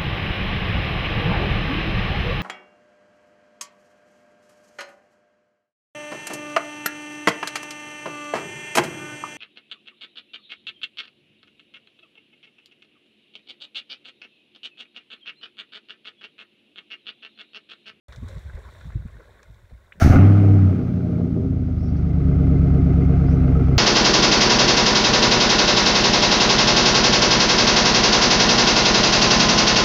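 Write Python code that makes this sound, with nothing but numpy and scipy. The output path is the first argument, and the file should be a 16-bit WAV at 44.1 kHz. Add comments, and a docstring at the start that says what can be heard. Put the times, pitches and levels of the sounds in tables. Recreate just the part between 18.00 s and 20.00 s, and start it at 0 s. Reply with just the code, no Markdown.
"""Small waves on a stony lake shore

At the water's edge, beside a steaming pool, small waves wash in and ebb away: a hiss full of
tiny ringing bubbles. Droplets tick on the rock, laps free clusters of bubbles among the stones,
and near the end bubbles burst close to the microphone in a double plip.
Gusts buffet the microphone with a low rumble and short thumps."""
import sys
import numpy as np
from scipy import signal
from scipy.fft import rfft, irfft
from scipy.io import wavfile
from scipy.ndimage import uniform_filter1d

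SR = 44100
rng = np.random.default_rng(int(sys.argv[2]) if len(sys.argv) > 2 else 0)


def output_pcm(signal):
    """Save a mono or channel-first signal as 16-bit PCM at the path in sys.argv[1].

    Samples are clipped to [-1, 1] before scaling.
    """
    pcm = np.clip(np.atleast_2d(signal).T, -1, 1) * 32767
    wavfile.write(sys.argv[1], SR, np.round(pcm).astype(np.int16))


N = 88200
T = np.arange(N) / SR
FREQ_HZ = np.maximum(np.fft.rfftfreq(N, 1 / SR), 1)
START_S = .083  # silence until here

# tone of the larger bubbles, in the wash and the laps (frequency [Hz], level [dB])
GURGLE_SPECTRUM = [(100,-8.5),(200,4.5),(290,-2.5),(380,2),(480,1),(600,4),(760,-7.5),(1090,-2),(1200,-9),(1520,-3),(1800,-7.5),(2050,-7),(2450,-14.5),(2780,-21),(4000,-56)]


def undb(db):
    """Decibels to gain."""
    return 10 ** (np.asarray(db) / 20)


def unit(x):
    """Scale to rms 1."""
    return x / np.sqrt(np.mean(x ** 2) + 1e-20)


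def curve(rows, column=1):
    """Gain over time that follows one dB column of a table."""
    rows = np.array(rows)
    return undb(np.interp(T, rows[:, 0], rows[:, column]))


def colour(x, spectrum):
    """Filter by rows of (frequency [Hz], level [dB]); rms 1."""
    hz, db = np.array(spectrum).T
    gain = undb(np.interp(np.log(FREQ_HZ), np.log(hz), db))
    return unit(irfft(rfft(x) * gain, N))


def band_noise(hz, octaves):
    """Noise in a bell-shaped band; rms 1."""
    bell = np.exp(-.5 * (np.log2(FREQ_HZ / hz) / octaves) ** 2)
    return unit(irfft(rfft(rng.standard_normal(N)) * bell, N))


def even(x, seconds):
    """Take the slow chance swells out of a noise; rms 1."""
    power = uniform_filter1d(np.abs(signal.hilbert(x)) ** 2, max(int(seconds * SR), 1))
    return unit(x / np.sqrt(power + 1e-12))


def wind_rumble():
    """Gusts buffet the microphone with a rumble that follows their strength."""
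    # wind on the microphone (time [s], level [dB])
    gusts = [(0.09, -39.5), (0.11, -41), (0.142, -52), (0.168, -43.5), (0.26, -29.5), (0.292, -42),
             (0.376, -31), (0.424, -50), (0.466, -29.5), (0.526, -44), (0.552, -28.5), (0.636, -48),
             (0.674, -35), (0.716, -49), (0.834, -43.5), (0.888, -31.5), (0.924, -42), (0.962, -23),
             (1.036, -41), (1.058, -30), (1.094, -45), (1.164, -39.5), (1.244, -58), (1.28, -48.5),
             (1.436, -60.5), (1.51, -42.5), (1.606, -57), (1.648, -46.5), (1.686, -62), (1.732, -35.5),
             (1.796, -52.5), (1.936, -62.5), (1.972, -51), (2.0, -43.5)]
    # tone of the buffeting (frequency [Hz], level [dB])
    spectrum = [(20,-58),(33,-17),(42,-6.5),(53,0),(70,-4.5),(105,-10.5),(135,-20.5),(200,-32),(300,-47.5),(900,-90)]
    rumble = even(colour(rng.standard_normal(N), spectrum), seconds=.027)
    fade_in = np.clip((T - START_S) / .0118, 0, 1)
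    return undb(-1.5) * curve(gusts) * rumble * fade_in


def bubbles(times, pitches, gains, cycles, rise=.02):
    """Each bubble rings for `cycles` in two decay times; its pitch gains the share `rise` in each."""
    out = np.zeros(N)
    for start, hz, gain in zip(times, pitches, gains):
        first = int(np.clip(start, 0, T[-1]) * SR)
        decay_s = cycles / hz / 2
        age = T[:min(int(2 * np.pi * decay_s * SR), N - first)]
        phase = 2 * np.pi * hz * age * (1 + rise * age / decay_s / 2)
        out[first:first + len(age)] += gain * np.exp(-age / decay_s) * np.sin(phase)
    return out


def froth(per_s, spread_db, cycles, band_hz):
    """A steady swarm of bubbles, mostly faint, spread evenly over a band; rms 1."""
    when, pitch, chance = rng.random((int(per_s * T[-1]), 3)).T
    low_hz, high_hz = band_hz
    hz = low_hz + (high_hz - low_hz) * pitch
    db = -spread_db * np.log(np.maximum(chance, .004))
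    gains = undb(db) * hz / high_hz  # low bubbles ring longer, so they start softer
    return unit(bubbles(when * T[-1], hz, gains, cycles))


def wash(gurgle_hz=(300, 2800), fizz_hz=(2600, 10000)):
    """Larger bubbles gurgle and tiny ones fizz, each over the hiss of water farther off."""
    # waves washing in and ebbing (time [s], gurgle level [dB], fizz level [dB])
    waves = [(.08,-55,-65),(.21,-56.5,-65.5),(.31,-51.5,-60.5),(.42,-56,-62),(.53,-54,-65.5),(.68,-56,-63),(.85,-54.5,-62),(1.0,-58,-69),(1.2,-58.5,-67.5),(1.38,-59,-70.5),(1.52,-61.5,-70.5),(1.65,-63,-73),(1.82,-63,-74),(2.0,-62,-74)]
    # tone of the tiny bubbles (frequency [Hz], level [dB])
    fizz_spectrum = [(1800,-6),(2700,-11),(3200,-5),(3600,2),(3950,-1),(4200,-7.5),(4450,-8),(4900,-18),(5500,-10.5),(6300,-16),(7300,-11.5),(9300,-18.5),(10300,-25.5),(11200,-13),(13500,-24.5),(16000,-20)]
    swarm = undb(-.5) * froth(per_s=1100, spread_db=2.4, cycles=6.5, band_hz=gurgle_hz)
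    # now and then a bubble rings clear of the wash
    clear = undb(-5) * froth(per_s=63, spread_db=1.5, cycles=42, band_hz=gurgle_hz)
    gurgle = colour(swarm + clear + undb(3) * rng.standard_normal(N), GURGLE_SPECTRUM)
    tiny = undb(-4) * froth(per_s=1400, spread_db=2.5, cycles=17.3, band_hz=fizz_hz)
    fizz = colour(tiny + undb(-1) * rng.standard_normal(N), fizz_spectrum)
    return gurgle * curve(waves, column=1) + fizz * curve(waves, column=2)


def air():
    """A faint steady hiss lies behind the water."""
    spectrum = [(1000, -11), (5000, -6.5), (15000, -11)]  # (frequency [Hz], level [dB])
    return undb(-76.5) * colour(rng.standard_normal(N), spectrum)


def droplet_ticks(tick_decay_s=.00053, spray_decay_s=.013):
    """A droplet lands on the rock with a sharp tick and a little spray."""
    # droplets landing (time [s], peak level [dB], band centre [Hz], spray against tick [dB])
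    droplets = [(0.085,-46.5,4680,-14),(.125,-40,3400,-7),(0.161,-38.5,4760,-16),(0.283,-44.5,6270,-10),(.287,-45,4900,-12),(0.383,-41.5,3640,-15),(0.393,-46,7500,-16),(.552,-49,4440,-13),(.592,-55.5,6500,-13),(0.653,-58,7000,-14),(.812,-46.5,3200,-12),(1.077,-51,7900,-22),(1.4308,-42.5,5360,-19),(1.545,-52,4240,-19)]
    # tone of water striking rock (frequency [Hz], level [dB])
    spectrum = [(1200,-2),(2700,-5.5),(3600,5.5),(4800,-7),(5500,-5),(9300,-5),(10300,-15),(16000,-10)]
    out = np.zeros(N)
    for at, db, hz, spray_db in droplets:
        age = np.maximum(T - at, 0)
        envelope = np.exp(-age / tick_decay_s) + undb(spray_db) * np.exp(-age / spray_decay_s)
        tick = colour((T >= at) * envelope * band_noise(hz, octaves=.81), spectrum)
        out += undb(db) * tick / np.abs(tick).max()
    return out


def laps(bubble_count=16, spread_octaves=.334, spread_db=3.5):
    """Each lap frees a short cluster of bubbles of about one size."""
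    # laps against the stones (time [s], level [dB], centre pitch [Hz], spread in time [s])
    clusters = [(.137,-49.5,1650,0.0098),(.295,-50.5,660,.011),(.298,-53.5,1670,.013),(0.359,-53,527,.014),(.500,-47.5,1650,.005),(0.574,-49,1850,.003),(0.58,-45,606,.006),(0.65,-52,1430,0.0078),(0.683,-52,1496,.009),(.813,-47,1660,.002),(0.905,-46.5,1860,0.0021),(.924,-47,1380,0.0018),(1.022,-51,1160,0.0016),(1.084,-56,1880,0.0071),(1.196,-51,478,.012),(1.208,-56,1600,0.019),(1.298,-53.5,775,.008),(1.359,-57.5,1400,.004),(1.397,-55.5,1890,0.0068),(1.431,-49.5,2040,0.00149),(1.713,-53.5,690,0.0047),(1.882,-56.5,1400,0.0012),(1.954,-52,347,.003)]
    out = np.zeros(N)
    for at, db, hz, spread_s in clusters:
        when, pitch, strength = rng.standard_normal((bubble_count, 3)).T
        pitches = hz * 2 ** (spread_octaves * pitch)
        cluster = bubbles(at + spread_s * when, pitches, undb(spread_db * strength), cycles=5.3)
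        time_share = 2 * spread_s / T[-1]  # the level holds over the lap's own length
        out += undb(db) * colour(cluster, GURGLE_SPECTRUM) * np.sqrt(time_share)
    return out


def wind_eddies(octaves=.43):
    """Single eddies thump the microphone above the rumble, each with finer, higher swirls in it."""
    # eddies at the microphone (time [s], level [dB], band centre [Hz], half-width [s])
    eddies = [(0.182,-37.5,99,.010),(.232,-34.5,169,0.0097),(0.376,-36,119,0.0086),(0.564,-42,116,0.0042),(0.865,-38,120,0.0099),(0.963,-22.5,108.6,0.0061),(1.008,-37,117,0.0125),(1.06,-33.5,144.3,0.0044),(1.17,-54.5,146,0.016),(1.505,-44,104.4,0.0092),(1.729,-40.5,88,0.0069),(1.985,-48,150,0.0085)]
    out = np.zeros(N)
    for at, db, hz, width_s in eddies:
        thump = even(band_noise(hz, octaves), width_s)
        swirls = undb(-20) * band_noise(hz * 2.58, octaves)
        envelope = np.exp(-.5 * ((T - at) / width_s) ** 2)
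        out += undb(db) * envelope * (thump + swirls)
    return out


def plips(width_s=.00045, rise_per_s=89, tail_decay_s=.0072, top_hz=3900):
    """A bubble close to the microphone rings for a few rising cycles; the rock scatters a short tail."""
    # close bubbles bursting (time of peak [s], level [dB], pitch [Hz])
    bursts = [(1.9229,-32.5,1770),(1.9254,-37,2400),(1.9263,-39,2640)]
    out = np.zeros(N)
    for at, db, hz in bursts:
        age = T - at
        phase = 2 * np.pi * hz * age * (1 + rise_per_s * age / 2)
        ring = np.exp(-.5 * (age / width_s) ** 2) * np.sin(phase)
        tail = (age >= 0) * np.exp(-np.abs(age) / tail_decay_s) * band_noise(hz=2560, octaves=.71)
        out += undb(db) * (ring + undb(-17.5) * tail)
    return signal.sosfiltfilt(signal.butter(8, top_hz, fs=SR, output="sos"), out)


def scene():
    """Wind and water at one microphone on the shore."""
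    background = air() + wind_rumble() + wind_eddies()
    water = wash() + droplet_ticks() + laps() + plips()
    return (background + water)[None]


def record(dry):
    """The sound opens after a moment of silence, with the treble cut above 15.7 kHz."""
    low_pass = signal.ellip(10, .2, 70, 15700, fs=SR, output="sos")
    return signal.sosfilt(low_pass, dry * (T >= START_S))


dry = scene()
out = record(dry)
output_pcm(out)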